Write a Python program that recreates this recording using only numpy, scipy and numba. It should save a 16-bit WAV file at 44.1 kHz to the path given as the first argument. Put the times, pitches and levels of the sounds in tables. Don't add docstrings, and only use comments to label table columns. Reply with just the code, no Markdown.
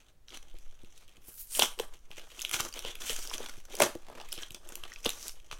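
import sys
import numpy as np
from scipy import signal
from scipy.fft import rfft, irfft
from scipy.io import wavfile
from scipy.ndimage import uniform_filter1d
from numba import njit

SR = 44100
rng = np.random.default_rng(int(sys.argv[2]) if len(sys.argv) > 2 else 0)


def wav_out(sig):
    wavfile.write(sys.argv[1], SR, np.round(np.clip(np.atleast_2d(sig).T, -1, 1) * 32767).astype(np.int16))


N = 246765

# (centre [Hz], width [Hz], relative gain [dB])
PLASTIC = [(1510, 260, -13.5), (2450, 1000, -12), (3100, 480, -9), (5900, 800, -12.5)]
# (centre [Hz], width [Hz], relative gain [dB])
TREBLE = [(7900, 7300, 22), (10000, 18000, 1.5), (11300, 820, -52), (13300, 1500, 11)]
# (centre [Hz], width [Hz], relative gain [dB])
CARD = [(267, 82, -5), (368.5, 55, 4), (471.3, 30, 4.5), (573, 134, 1), (808, 380, -3.5), (1120, 81, -2.5),
        (1520, 940, -21)]


def undb(db):
    return 10 ** (np.asarray(db) / 20)


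def unit(x):
    return x / np.sqrt(np.mean(x ** 2))


def ring(x, hz, width):
    return signal.lfilter(*signal.iirpeak(hz, hz / width, fs=SR), x)


def body(x, modes):
    return sum((-1) ** k * undb(db) * ring(x, hz, width) for k, (hz, width, db) in enumerate(modes))


def curves(table):
    s, *columns = np.transpose(table)
    return [np.interp(np.arange(N) / SR, s, c) for c in columns]


def add(out, s, part, db):
    i = int(s * SR)
    out[i:i + len(part)] += undb(db) * part / np.abs(part).max()


def clicks(rate, spread_db, tail_ms):
    struck = rng.random(N) < rate / SR
    size = struck * undb(spread_db * rng.exponential(size=N))
    fade = np.exp(-1000 / (tail_ms * SR))
    envelope = signal.lfilter([1], [1, -fade], size)
    return envelope * rng.standard_normal(N)


def steady(x):
    window = SR // 15
    slow_power = uniform_filter1d(uniform_filter1d(x ** 2, size=window), size=window)
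    return x / np.sqrt(slow_power)


def crumpled(x, modes, hold_ms, patchy_db):
    hold = int(hold_ms * SR / 1000)

    def wander():
        steps = np.repeat(rng.standard_normal(N // 50), hold)[:N]
        return uniform_filter1d(steps, size=hold // 2)

    return sum(body(x * undb(patchy_db * wander()), [mode]) for mode in modes)


@njit
def sweep(x, hz, damp):
    y, band, low = np.empty(len(x)), 0., 0.
    for i in range(len(x)):
        g = np.tan(np.pi * hz[i] / SR)
        v = (band + g * (x[i] - low)) / (1 + g * (g + damp))
        band, low, y[i] = 2 * v - band, low + 2 * g * v, damp * v
    return y


def hiss():
    # (frequency [Hz], relative level per Hz [dB])
    hiss_spectrum = [(40, -8.5), (100, -15.5), (220, -26.5), (600, -30), (1400, -37.5), (4000, -41.5),
                     (16000, -47)]
    hiss_db = -64.5
    hz, db = np.transpose(hiss_spectrum)
    f = np.maximum(np.arange(N // 2 + 1) * SR / N, 1)
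    gain = undb(np.interp(np.log(f), np.log(hz), db))
    noise = irfft(rfft(rng.standard_normal(N)) * gain, N)
    return undb(hiss_db) * unit(noise)


def air():
    # (time [s], level [dB])
    air_level = [(0.0, -59), (0.36, -44), (0.54, -38), (1.14, -55), (1.88, -40), (2.31, -47.5), (3.18, -36),
                 (3.93, -47.5), (5.6, -42)]
    heave = rng.standard_normal(N)
    for hz, width in [(5.05, 3.8), (6.44, 12.5), (16.7, 30.0)]:
        heave = ring(heave, hz, width)
    return undb(curves(air_level)[0]) * unit(heave)


def rustle_levels():
    # (time [s], level [dB])
    handling = [(0.0, -66), (0.11, -70), (0.14, -99), (0.26, -101), (0.4, -63.5), (0.7, -67.5),
                (1.2, -65.5), (1.5, -92), (2.05, -84), (2.3, -68), (3.5, -54), (3.67, -71), (4.02, -66),
                (4.6, -65.5), (5.03, -62), (5.4, -64.5), (5.6, -64.5)]
    # (loudest at [s], swell [ms], fade [ms],
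    # plastic level [dB], treble level [dB], treble pitch [Hz], card level [dB])
    rips = [(0.351, 52, 37, -41, -63.5, 1600, -49), (0.955, 18, 160, -84, -60.5, 3900, -88),
            (1.289, 61, 116, -61.5, -49, 10300, -65), (1.411, 97, 65, -85, -41.5, 12800, -92),
            (1.558, 64, 112, -53, -31.5, 8800, -76), (1.628, 60, 65, -28, -36.5, 7000, -34),
            (1.799, 20, 75, -53, -48, 8000, -40), (1.941, 45, 47, -53.5, -63.5, 6200, -59.5),
            (2.172, 116, 255, -50.5, -80, 6000, -56), (2.419, 270, 270, -53, -58, 6200, -58),
            (2.537, 15, 49, -28.5, -32, 6000, -50), (2.601, 16, 21, -29, -42, 6200, -35.5),
            (2.663, 280, 40, -47, -44, 6200, -44), (2.767, 59, 110, -44.5, -57, 9000, -48.5),
            (2.884, 89, 81, -39.5, -81, 7500, -46.5), (3.003, 2.8, 650, -47.5, -45.5, 5900, -53),
            (3.103, 61, 76, -35, -36, 7600, -44), (3.226, 120, 53, -49, -43.5, 5800, -64),
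            (3.342, 29, 29, -43, -40, 6000, -50), (3.433, 240, 106, -53.5, -63, 5000, -47.5),
            (3.739, 68, 120, -45.5, -104, 6800, -46.5), (3.823, 26.5, 62.6, -30, -41, 6000, -21),
            (4.209, 204, 61, -70, -91, 1500, -46), (4.329, 54, 130, -72, -53, 8500, -58),
            (4.425, 244, 72, -49, -52, 1600, -56.5), (4.567, 100, 28, -49, -65.5, 7000, -54),
            (4.736, 180, 110, -57, -60, 6000, -51), (4.839, 31, 210, -55, -59, 1500, -56),
            (5.057, 17, 96, -40.5, -50.5, 6000, -40.5), (5.276, 310, 66, -54.5, -45.5, 6000, -54.5),
            (5.528, 23, 56, -45.5, -59, 1200, -52.5)]
    handling_treble_db, handling_card_db = -21.5, -4.5
    handling_hz = 5900
    step = 64
    t = np.arange(0, N, step) / SR
    offsets_db = np.array([[0], [handling_treble_db], [handling_card_db]])
    power = undb(2 * (curves(handling)[0][::step] + offsets_db))
    weighted_pitch = power[1] * np.log(handling_hz)
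    for s, swell_ms, fade_ms, plastic_db, treble_db, hz, card_db in rips:
        below_db = 20 * np.where(t < s, (s - t) / swell_ms, (t - s) / fade_ms) * 1000
        peaks_db = np.array([[plastic_db], [treble_db], [card_db]])
        rip = undb(2 * (peaks_db - below_db))
        power = power + rip
        weighted_pitch = weighted_pitch + rip[1] * np.log(hz)
    pitch_hz = np.exp(weighted_pitch / power[1])
    return [np.interp(np.arange(N) / SR, t, c) for c in (*10 * np.log10(power), pitch_hz)]


def rustle():
    plastic_db, treble_db, card_db, treble_hz = rustle_levels()
    pull = np.clip((np.maximum(plastic_db, treble_db) + 59) / 25, 0, 1)
    fibres = clicks(rate=1200.0 + 2100.0 * pull, spread_db=6.0 - 3.8 * pull, tail_ms=2.28)
    shakes = clicks(rate=240.0, spread_db=3.5, tail_ms=6.1) + 0.083 * fibres
    fizz = unit(fibres) + 0.67 * rng.standard_normal(N)

    treble = unit(crumpled(fizz, TREBLE, hold_ms=16.0, patchy_db=11.5))
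    treble += 3.0 * steady(sweep(fizz, treble_hz, 1.0))
    treble += 1.1 * steady(sweep(fizz, treble_hz, 0.1))
    plastic = crumpled(fibres, PLASTIC, hold_ms=45., patchy_db=5.5)
    card = crumpled(shakes, CARD, hold_ms=30., patchy_db=3.5)
    return (undb(plastic_db) * steady(plastic)
            + undb(treble_db) * steady(treble)
            + undb(card_db) * steady(card))


def room(x):
    # (band centre [Hz], time to fall 60 dB [s])
    room_decay = [(300, 0.14), (1200, 0.28), (4000, 0.24), (11000, 0.25)]
    room_db = -11
    t = np.arange(SR // 2) / SR
    tail = sum(ring(rng.standard_normal(len(t)), hz, 0.57 * hz) * 1000. ** (-t / t60) for hz, t60 in room_decay)
    tail *= 1 - np.exp(-(t / 0.0013) ** 2)
    tail /= np.sqrt(np.sum(tail ** 2))
    return undb(room_db) * signal.fftconvolve(x, tail)[:N]


def snaps():
    # (time [s], peak level [dB], pitch [Hz], treble peak level [dB])
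    creases = [(0.2831, -40, 3980, -73), (0.3043, -38.5, 3430, -53), (0.322, -39, 2300, -55),
               (0.5864, -52, 2500, -41), (0.847, -44.5, 2630, -50), (1.092, -47, 2720, -50),
               (1.159, -53.5, 2400, -52), (1.55, -22, 3120, -36), (1.5936, -19, 3320, -8.5),
               (1.597, -11.5, 3470, -28), (1.622, -5.5, 3410, -17.5), (1.7896, -24.5, 2980, -28),
               (1.7976, -20, 2540, -32), (2.114, -31.5, 2670, -45), (2.1952, -35.5, 2960, -44),
               (2.3928, -26, 2780, -31), (2.4002, -36, 2780, -29), (2.4108, -29, 3620, -34),
               (2.418, -23.5, 6650, -24.5), (2.4243, -30, 6090, -32), (2.449, -17, 3420, -30.5),
               (2.4937, -27.5, 3160, -24), (2.5124, -22.5, 2570, -19.5), (2.531, -29, 2900, -25),
               (2.5408, -17, 2550, -24), (2.5546, -35, 5950, -36), (2.6054, -17.5, 5600, -23.5),
               (2.65, -26, 5960, -42), (2.726, -34.5, 4650, -42), (2.739, -30, 5850, -38),
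               (2.7914, -28, 5800, -27.5), (2.8013, -36, 3570, -40), (2.8498, -25.5, 3050, -46),
               (2.9533, -29, 2650, -33.5), (3.017, -33, 3460, -45), (3.0952, -19, 2820, -46),
               (3.1628, -28, 6640, -31), (3.2738, -30.5, 5100, -29), (3.2977, -29, 5600, -44),
               (3.305, -30.5, 2680, -52), (3.3384, -22.5, 3300, -47), (3.3433, -31, 3050, -27),
               (3.3805, -26.5, 5860, -35), (3.443, -42, 8700, -43), (3.4602, -28.5, 2560, -36),
               (3.4939, -29.5, 2460, -38), (3.7518, -34, 5930, -29.5), (3.768, -36, 6400, -31),
               (3.788, -41, 5790, -27), (3.7995, -49, 6000, -17), (3.8032, -10, 2320, -25),
               (3.82, -12.5, 2800, -9.5), (3.835, -17, 4360, -15), (4.2, -35, 2900, -64),
               (4.213, -36, 2950, -59), (4.2877, -45, 2340, -41), (4.3202, -30, 5160, -40),
               (4.3263, -25.5, 3260, -20.5), (4.3777, -30, 2870, -52), (4.4323, -26, 3230, -53),
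               (4.506, -33, 3480, -34), (4.519, -45, 6600, -43), (4.546, -39, 5350, -29),
               (4.689, -39.5, 2760, -32.5), (4.7545, -53, 6000, -24), (4.8367, -28, 2750, -39),
               (4.919, -34.5, 1940, -59), (4.9367, -31, 6000, -50), (4.96, -33, 2630, -63),
               (5.043, -29, 2590, -45), (5.0478, -22.5, 6320, -56), (5.0574, -20, 3550, -34),
               (5.061, -14, 3620, -25), (5.092, -19, 3820, -18.5), (5.103, -23.5, 6350, -35),
               (5.281, -46, 5540, -21.5), (5.2934, -31.5, 5540, -43), (5.513, -28, 2530, -69)]
    out, t = np.zeros(N + SR), np.arange(SR // 40) / SR
    for s, db, hz, treble_db in creases:
        x = t / (0.0006 * np.exp(0.33 * rng.standard_normal()))
        burst = rng.standard_normal(len(t)) * x * np.exp(-x)
        add(out, s, ring(burst, hz, 0.14 * hz) + body(burst, PLASTIC), db)
        add(out, s, body(burst, TREBLE), treble_db)
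    return out[:N]


def knocks():
    # (time [s], peak level [dB], pitch [Hz], thud peak level [dB])
    buckles = [(0.5414, -47, 350, -55), (0.8333, -44.5, 212, -48), (1.177, -51.5, 188, -54),
               (1.282, -47.5, 203, -49.5), (1.593, -17, 584, -62), (1.6208, -17, 806, -45),
               (1.639, -26, 970, -66), (1.7978, -21.5, 455, -76), (2.105, -45.5, 584, -48),
               (2.1783, -41.5, 366, -51), (2.5434, -28, 960, -39), (2.6018, -21.5, 1130, -36),
               (2.8489, -30.5, 530, -47), (3.0986, -31.5, 500, -48), (3.3137, -29.5, 1030, -64),
               (3.4034, -31, 394, -61), (3.576, -47, 200, -45.5), (3.742, -33.5, 415, -70),
               (3.8028, -8.5, 620, -53), (3.829, -26, 310, -39), (3.9521, -29.5, 330, -41.5),
               (4.085, -41.5, 660, -56), (4.1, -36, 593, -56), (4.127, -41, 655, -59),
               (4.163, -63, 606, -58), (4.1999, -39, 800, -64), (4.2134, -38, 750, -62),
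               (4.3773, -40.5, 335, -45.5), (4.507, -47.5, 203, -43), (4.8356, -36.5, 1160, -52),
               (5.0581, -22, 485, -38), (5.064, -29, 212, -52), (5.5127, -33, 1170, -60),
               (5.5281, -30.5, 1120, -46)]
    # (centre [Hz], width [Hz])
    thud_mode = (83, 157)
    out, t = np.zeros(N + SR), np.arange(SR // 10) / SR
    for s, db, hz, thud_db in buckles:
        roughness = 1 + 0.13 * rng.standard_normal(len(t))
        push = np.sin(np.pi * np.minimum(2 * hz * t, 1)) * roughness
        card = ring(push, hz, 0.18 * hz) + 0.36 * body(push, CARD)
        add(out, s, np.diff(card, prepend=0), db)
        tick = rng.standard_normal(len(t)) * np.exp(-t / 0.0011)
        add(out, s, body(tick, PLASTIC + TREBLE[:1]), db - 7)
        add(out, s, ring(ring(push, *thud_mode), *thud_mode), thud_db)
    return out[:N]


def scene():
    pack = snaps() + knocks() + rustle()
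    return (pack + room(pack) + hiss() + air())[None]


def record(dry):
    top_hz = 15900
    rounded = np.tanh(1.238 * dry) / 1.362
    low_pass = signal.ellip(10, .2, 70, top_hz, fs=SR, output="sos")
    return signal.sosfilt(low_pass, rounded)


dry = scene()
out = record(dry)
wav_out(out)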